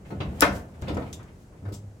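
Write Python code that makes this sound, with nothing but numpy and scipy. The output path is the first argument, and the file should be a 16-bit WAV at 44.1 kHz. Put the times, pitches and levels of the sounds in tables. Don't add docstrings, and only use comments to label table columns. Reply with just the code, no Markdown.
import sys
import numpy as np
from scipy import signal
from scipy.fft import rfft, irfft, next_fast_len
from scipy.io import wavfile
from scipy.ndimage import map_coordinates

SR = 44100
rng = np.random.default_rng(int(sys.argv[2]) if len(sys.argv) > 2 else 0)


def wav_out(sig):
    wavfile.write(sys.argv[1], SR, np.round(np.clip(np.atleast_2d(sig).T, -1, 1) * 32767).astype(np.int16))


N = 88200

# start in seconds, level in dB.
STOP_HITS = [(0.4198, -12.5), (0.4244, -10), (0.4279, -13.5)]
# frequency in Hz, level in dB per octave.
CLUNK_EQ = [(60, -32.5), (160, -22.5), (290, -4.5), (400, -9.5), (520, -6.5), (690, 2), (800, -5),
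            (1000, -5.5), (1400, 3.5), (2000, 1.5), (2400, -1), (2750, -9), (3400, -10), (4400, -15.5),
            (7000, -17.5), (15000, -28)]
BITE_EQ = [(1500, -20.5), (3500, -1), (5500, 1), (8000, -9), (15000, -26.5)]
# pitch in Hz, level in dB, seconds to fall 60 dB.
ROD_MODES = [(258, -15, .35), (284, -7, .2), (305, -5, .22), (484, -12, .3), (541, -9, .28),
             (581, -12, .38), (620, -14, .25), (686, -9, .22), (706, -10, .25), (748, -16, .3),
             (877, -14, .28), (897, -13, .24), (964, -12, .27), (1066, -12, .22), (1254, -10, .24),
             (1297, -4, .2), (1394, -10, .21), (1470, -4, .18), (1822, -11, .2), (2078, -10, .24),
             (2342, -14, .22), (2428, -16, .2), (3203, -22, .22), (3517, -21, .2), (3843, -17, .18)]
CHASSIS_MODES = [(80, -9.5, 0.96), (139.95, -2.5, 0.66), (196.2, 0, 0.58)]
CHASSIS_BUILD_S = 0.029

def clunk():
    out = np.zeros((2, N))
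    for start, db in STOP_HITS:
        add(out, start, amp(db) * noise(CLUNK_EQ) * envelope(rise=0.00032, t60=0.0027))
    body = amp(-15.5) * burst(CLUNK_EQ, rise=0.0032, t60=0.16, pan_db=3.5)
    bite = amp(-19) * burst(BITE_EQ, rise=0.0007, t60=0.037, pan_db=3.5)
    rod = amp(-16) * ring(ROD_MODES, rise=0.0033) * pan(3.6)
    chassis = amp(-25.5) * ring(CHASSIS_MODES, CHASSIS_BUILD_S)
    add(out, STOP_HITS[0][0], body + bite + rod + chassis)
    return out


# start in seconds, level in dB.
SNAP_HITS = [(0.4075, -9.5), (0.4078, -7.5)]
# frequency in Hz, level in dB per octave.
SNAP_EQ = [(300, -51.5), (1500, -29), (3000, -18), (5000, -6.5), (8000, -6.5), (10500, 0.5), (15500, -5)]

def snaps():
    out = np.zeros((2, N))
    for start, db in SNAP_HITS:
        crack = noise(SNAP_EQ) * envelope(rise=0.00008, t60=0.004) * pan(8)
        tail = amp(-18.5) * burst(SNAP_EQ, rise=0.0017, t60=0.075, pan_db=3)
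        add(out, start, amp(db) * (crack + tail))
    return out


# start in seconds, attack in seconds, then thud, body, clank, edge
# and top in dB per octave.
KNOCK_HITS = [(0.103, 0.0027, -42, -43.5, -47, -56, -65), (0.121, 0.0027, -32.5, -38, -75, -74, -75),
              (.203, 0.0017, -27, -35, -37, -38.5, -64), (0.408, .004, -57, -36, -28.5, -42, -72),
              (.822, 0.00078, -28, -41, -45, -52, -81), (.881, 0.0017, -40.5, -33, -45, -40.5, -59),
              (0.894, 0.0022, -30.5, -32.5, -56, -69, -79), (.925, .004, -36.5, -43.5, -61, -60, -84),
              (0.9686, .0005, -39.5, -29, -35, -54, -80), (1.018, 0.0025, -40, -38.5, -46, -53.5, -81),
              (1.188, 0.03, -57, -63, -41.5, -57, -76), (1.52, .01, -63, -55, -52, -83, -87),
              (1.617, 0.0078, -36.5, -52, -80, -78, -82), (1.652, .001, -59, -49, -46, -62.5, -71),
              (1.683, 0.0017, -45.5, -42.5, -60, -66, -65), (1.721, 0.0022, -39.5, -47, -73, -52, -56.5)]
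KNOCK_EQ_HZ = [130, 480, 1300, 3800, 9000]
KNOCK_LOW_HZ, DULL_DB_PER_OCTAVE = 65.5, 6.5

def knocks():
    out = np.zeros((2, N))
    dull_modes = [(hz, db - DULL_DB_PER_OCTAVE * np.log2(max(hz / KNOCK_EQ_HZ[1], 1)), t60)
                  for hz, db, t60 in ROD_MODES]
    for start, rise, *levels in KNOCK_HITS:
        thud, body, *_, top = levels
        low_end = [(KNOCK_LOW_HZ / 2, thud - 34), (KNOCK_LOW_HZ, thud - 10)]
        eq = [*low_end, *zip(KNOCK_EQ_HZ, levels), (TOP_HZ, top - 4)]
        rod = amp(body + 2) * ring(dull_modes, rise)
        chassis = amp(thud - 3.5) * ring(CHASSIS_MODES, CHASSIS_BUILD_S)
        add(out, start, burst(eq, rise, t60=0.18, pan_db=1.5) + rod + chassis)
    return out


# start in seconds, attack in seconds, level in dB, seconds to fall 60 dB.
CLICK_HITS = [(0.2063, .001, -61, 0.055), (0.396, 0.00092, -46, .05), (0.814, 0.0028, -53.5, .05),
              (0.8212, 0.00018, -42, 0.0078), (.945, 0.0007, -51, .05), (0.971, .0003, -47, 0.022),
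              (1.023, .0005, -66.5, 0.025), (1.128, .0005, -41, 0.11), (1.229, .001, -58.5, 0.049),
              (1.729, 0.0036, -51.5, 0.073), (1.737, 0.002, -47.5, 0.16)]
# frequency in Hz, level in dB per octave.
CLICK_EQ = [(800, -34), (2000, -11.5), (3300, -2.5), (4300, -3.5), (5500, 1.5), (7500, 3.5), (9500, -5),
            (15000, -10.5)]
# pitch in Hz, level in dB, seconds to fall 60 dB.
JOINT_MODES = [(3170, -15, .12), (5380, -6, .14), (5640, -3, .12), (6490, -3, .16), (7110, 1, .15),
               (7490, 1, .16)]

def clicks():
    out = np.zeros((2, N))
    for start, rise, db, t60 in CLICK_HITS:
        ping = amp(-9.5) * min(t60 / 0.06, 1) * ring(JOINT_MODES, rise)
        add(out, start, amp(db) * (burst(CLICK_EQ, rise, t60, pan_db=2.5) + ping))
    return out


# peak time in seconds, attack in seconds, level in dB,
# seconds to fall 60 dB, buzz in dB relative to the swell.
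PANEL_SWELLS = [(1.684, 0.074, -25.5, 0.14, -23.5), (1.72, 0.0096, -40.5, 0.1, 2),
                (1.789, 0.057, -38, .25, -13.5), (1.867, 0.088, -35, 0.43, -41)]
# multiple of the pitch, level in dB.
PANEL_OVERTONES = [(2, 0), (3, -0.5), (4, -4.5), (5, -20), (6, -16)]
PANEL_HZ = 101.9

def panel_boom():
    t, tone_gain, buzz_gain = clock(), 0, 0
    for peak, rise, db, t60, buzz_db in PANEL_SWELLS:
        from_peak = abs(t - peak)
        swell = amp(db) * np.where(t < peak, np.exp(-2 * from_peak / rise), fade(from_peak, t60))
        tone_gain += swell
        buzz_gain += swell * amp(buzz_db)
    phase = 2 * np.pi * PANEL_HZ * t + 0.26 * wobble(29)
    buzz = sum(amp(db) * np.sin(k * phase + wobble(45)) for k, db in PANEL_OVERTONES)
    return tone_gain * np.sin(phase) + buzz_gain * buzz


# start in seconds, level in dB.
SCUFF_CUES = [(.048, -56.5), (0.373, -58), (.735, -61), (0.869, -49), (1.06, -54), (1.272, -61.5),
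              (1.57, -68)]
# frequency in Hz, level in dB per octave.
SCUFF_EQ = [(500, -7.5), (1500, 4), (2600, 6.5), (4000, -4.5), (8000, -12.5), (15000, -22.5)]

def scuffs():
    out = np.zeros((2, N))
    for start, db in SCUFF_CUES:
        add(out, start, amp(db) * burst(SCUFF_EQ, rise=0.0082, t60=0.17, pan_db=0.5))
    return out


# time in seconds, relative level in dB.
RUMBLE_FADER = [(0, -49.5), (.12, -43.5), (.24, -37), (.38, -38), (.52, -32), (.63, -43), (.72, -49.5),
                (.8, -44.5), (.92, -32.5), (1.05, -40.5), (1.2, -45), (1.4, -51.5), (1.6, -51), (2, -53.5)]
# frequency in Hz, level in dB per octave.
RUMBLE_EQ = [(20, -37.5), (32, -40.5), (42, -11), (62, 0), (85, 0), (130, -0.5), (200, -2.5), (300, -6),
             (600, -8), (1200, -17.5), (3000, -22.5), (8000, -54)]

def chassis_rumble():
    return amp(-1.5) * fader(RUMBLE_FADER) * noise(RUMBLE_EQ)


# time in seconds, level in dB.
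RUB_FADER = [(0, -87), (.09, -67), (.16, -73.5), (.29, -70), (.35, -65.5), (.5, -58), (.57, -52),
             (.66, -73), (.78, -74.5), (.9, -65.5), (1.08, -68), (1.29, -81), (1.42, -70.5), (1.55, -86),
             (2, -83)]
# frequency in Hz, level in dB per octave.
RUB_EQ = [(1000, -11.5), (3000, -4), (7000, 0), (15000, -6)]

def rubbing():
    grit = amp(1.2 * wobble(92))
    return fader(RUB_FADER) * grit * noise(RUB_EQ) * pan(2)


# frequency in Hz, level in dB per octave.
AIR_EQ = [(25, -60), (100, -53), (300, -64.5), (700, -72.5), (1500, -70), (3000, -78.5), (7000, -70.5),
          (10000, -76), (15000, -83.5)]

def still_air():
    return noise(AIR_EQ) * pan(0.74)


# frequency in Hz, seconds to fall 60 dB.
GARAGE_DECAY = [(100, 0.54), (300, 0.63), (1000, 0.44), (3000, 0.26), (7000, 0.22), (15000, 0.15)]

def garage(source, t60):
    hz, t, spectrum = signal.stft(source, SR, nperseg=256)
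    room_t60 = along(GARAGE_DECAY, hz)[:, None]
    decaying = spectrum * fade(t, room_t60) * np.sqrt(t60 / room_t60)
    tail = signal.istft(decaying, SR, nperseg=256)[1][:, :N]
    return amp(-4) * pan(1) * tail * attack(0.0097)


# frequency in Hz, left-right likeness (1 is mono).
STEREO_LIKENESS = [(60, .99), (130, 1), (290, 0.91), (640, 0.63), (1400, -0.083), (3000, -0.024),
                   (7000, 0.31), (15000, 1)]

def stereo_angle(hz):
    return np.arccos(np.clip(along(STEREO_LIKENESS, hz), -1, 1)) / 2


def noise(eq, peaks=1):
    hz = np.fft.rfftfreq(N, 1 / SR)
    width = stereo_angle(hz)
    per_octave = np.sqrt(SR / 2 / np.log(2) / np.maximum(hz, eq[0][0]))
    gain = amp(along(eq, hz)) * per_octave * peaks
    white = rfft(rng.standard_normal((2, N)))
    mid, side = irfft(white * gain * [np.cos(width), np.sin(width)], N)
    return np.array([mid + side, mid - side])


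def ring(modes, rise):
    t, out = clock()[:N // 2], np.zeros((2, N))
    for hz, db, t60 in modes:
        stray_db, phase, side = rng.standard_normal(3)
        spread = stereo_angle(hz) * np.sign(side) * np.array([[1], [-1]])
        tone = np.sin(2 * np.pi * (hz * t + phase) + spread)
        out[:, :len(t)] += amp(db + stray_db) * fade(t, t60) * tone
    return out * attack(rise)


def burst(eq, rise, t60, pan_db):
    peaks = crowded_modes()
    direct = noise(eq, peaks) * envelope(rise, t60) * pan(pan_db)
    return direct + garage(noise(eq, peaks), t60)


def crowded_modes(ripple_db=3.5, cluster_db=3.5, width_hz=22, widens_above_hz=4000):
    hz = np.fft.rfftfreq(N, 1 / SR)
    place = np.log1p(hz / widens_above_hz) * widens_above_hz / width_hz
    narrow, clusters = rng.standard_normal((2, 2048))
    db = ripple_db * map_coordinates(narrow, [place], order=1)
    db += cluster_db * hz / (hz + 1200) * map_coordinates(clusters, [place / 4], order=1)
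    return amp(db) / np.sqrt(np.mean(amp(2 * db)))


def amp(db):
    return 10 ** (np.asarray(db) / 20)


def along(points, hz):
    freqs, values = np.transpose(points)
    return np.interp(np.log(hz + 1), np.log(freqs), values)


def clock():
    return np.arange(N) / SR


def fader(points):
    return amp(np.interp(clock(), *np.transpose(points)))


def attack(rise):
    return 1 - np.exp(-clock() / rise)


def fade(t, t60):
    return np.exp(-np.log(1000) * t / t60)


def envelope(rise, t60):
    return attack(rise) * fade(clock(), t60)


def pan(db):
    return amp(np.array([[db], [-db]]) / 2)


def add(out, start, sound):
    i = round(start * SR)
    out[:, i:] += sound[:, :N - i]


def wobble(rate):
    return map_coordinates(rng.standard_normal(int(N * rate / SR) + 4), [clock() * rate])


def scene():
    linkage = snaps() + clunk() + knocks() + clicks() + scuffs()
    return linkage + panel_boom() + chassis_rumble() + rubbing() + still_air()


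LOW_CUT_HZ, TOP_HZ, TOP_TAPER_HZ = 40, 16600, 900

def record(dry):
    size = next_fast_len(N + SR // 2)
    hz = np.fft.rfftfreq(size, 1 / SR)
    high_cut = np.sin(np.pi / 2 * np.clip((TOP_HZ - hz) / TOP_TAPER_HZ, 0, 1)) ** 2
    low_cut = hz ** 2 / np.hypot(hz ** 2, LOW_CUT_HZ ** 2)
    return irfft(rfft(dry, size) * high_cut * low_cut, size)[:, :N]


dry = scene()
out = record(dry)
wav_out(out)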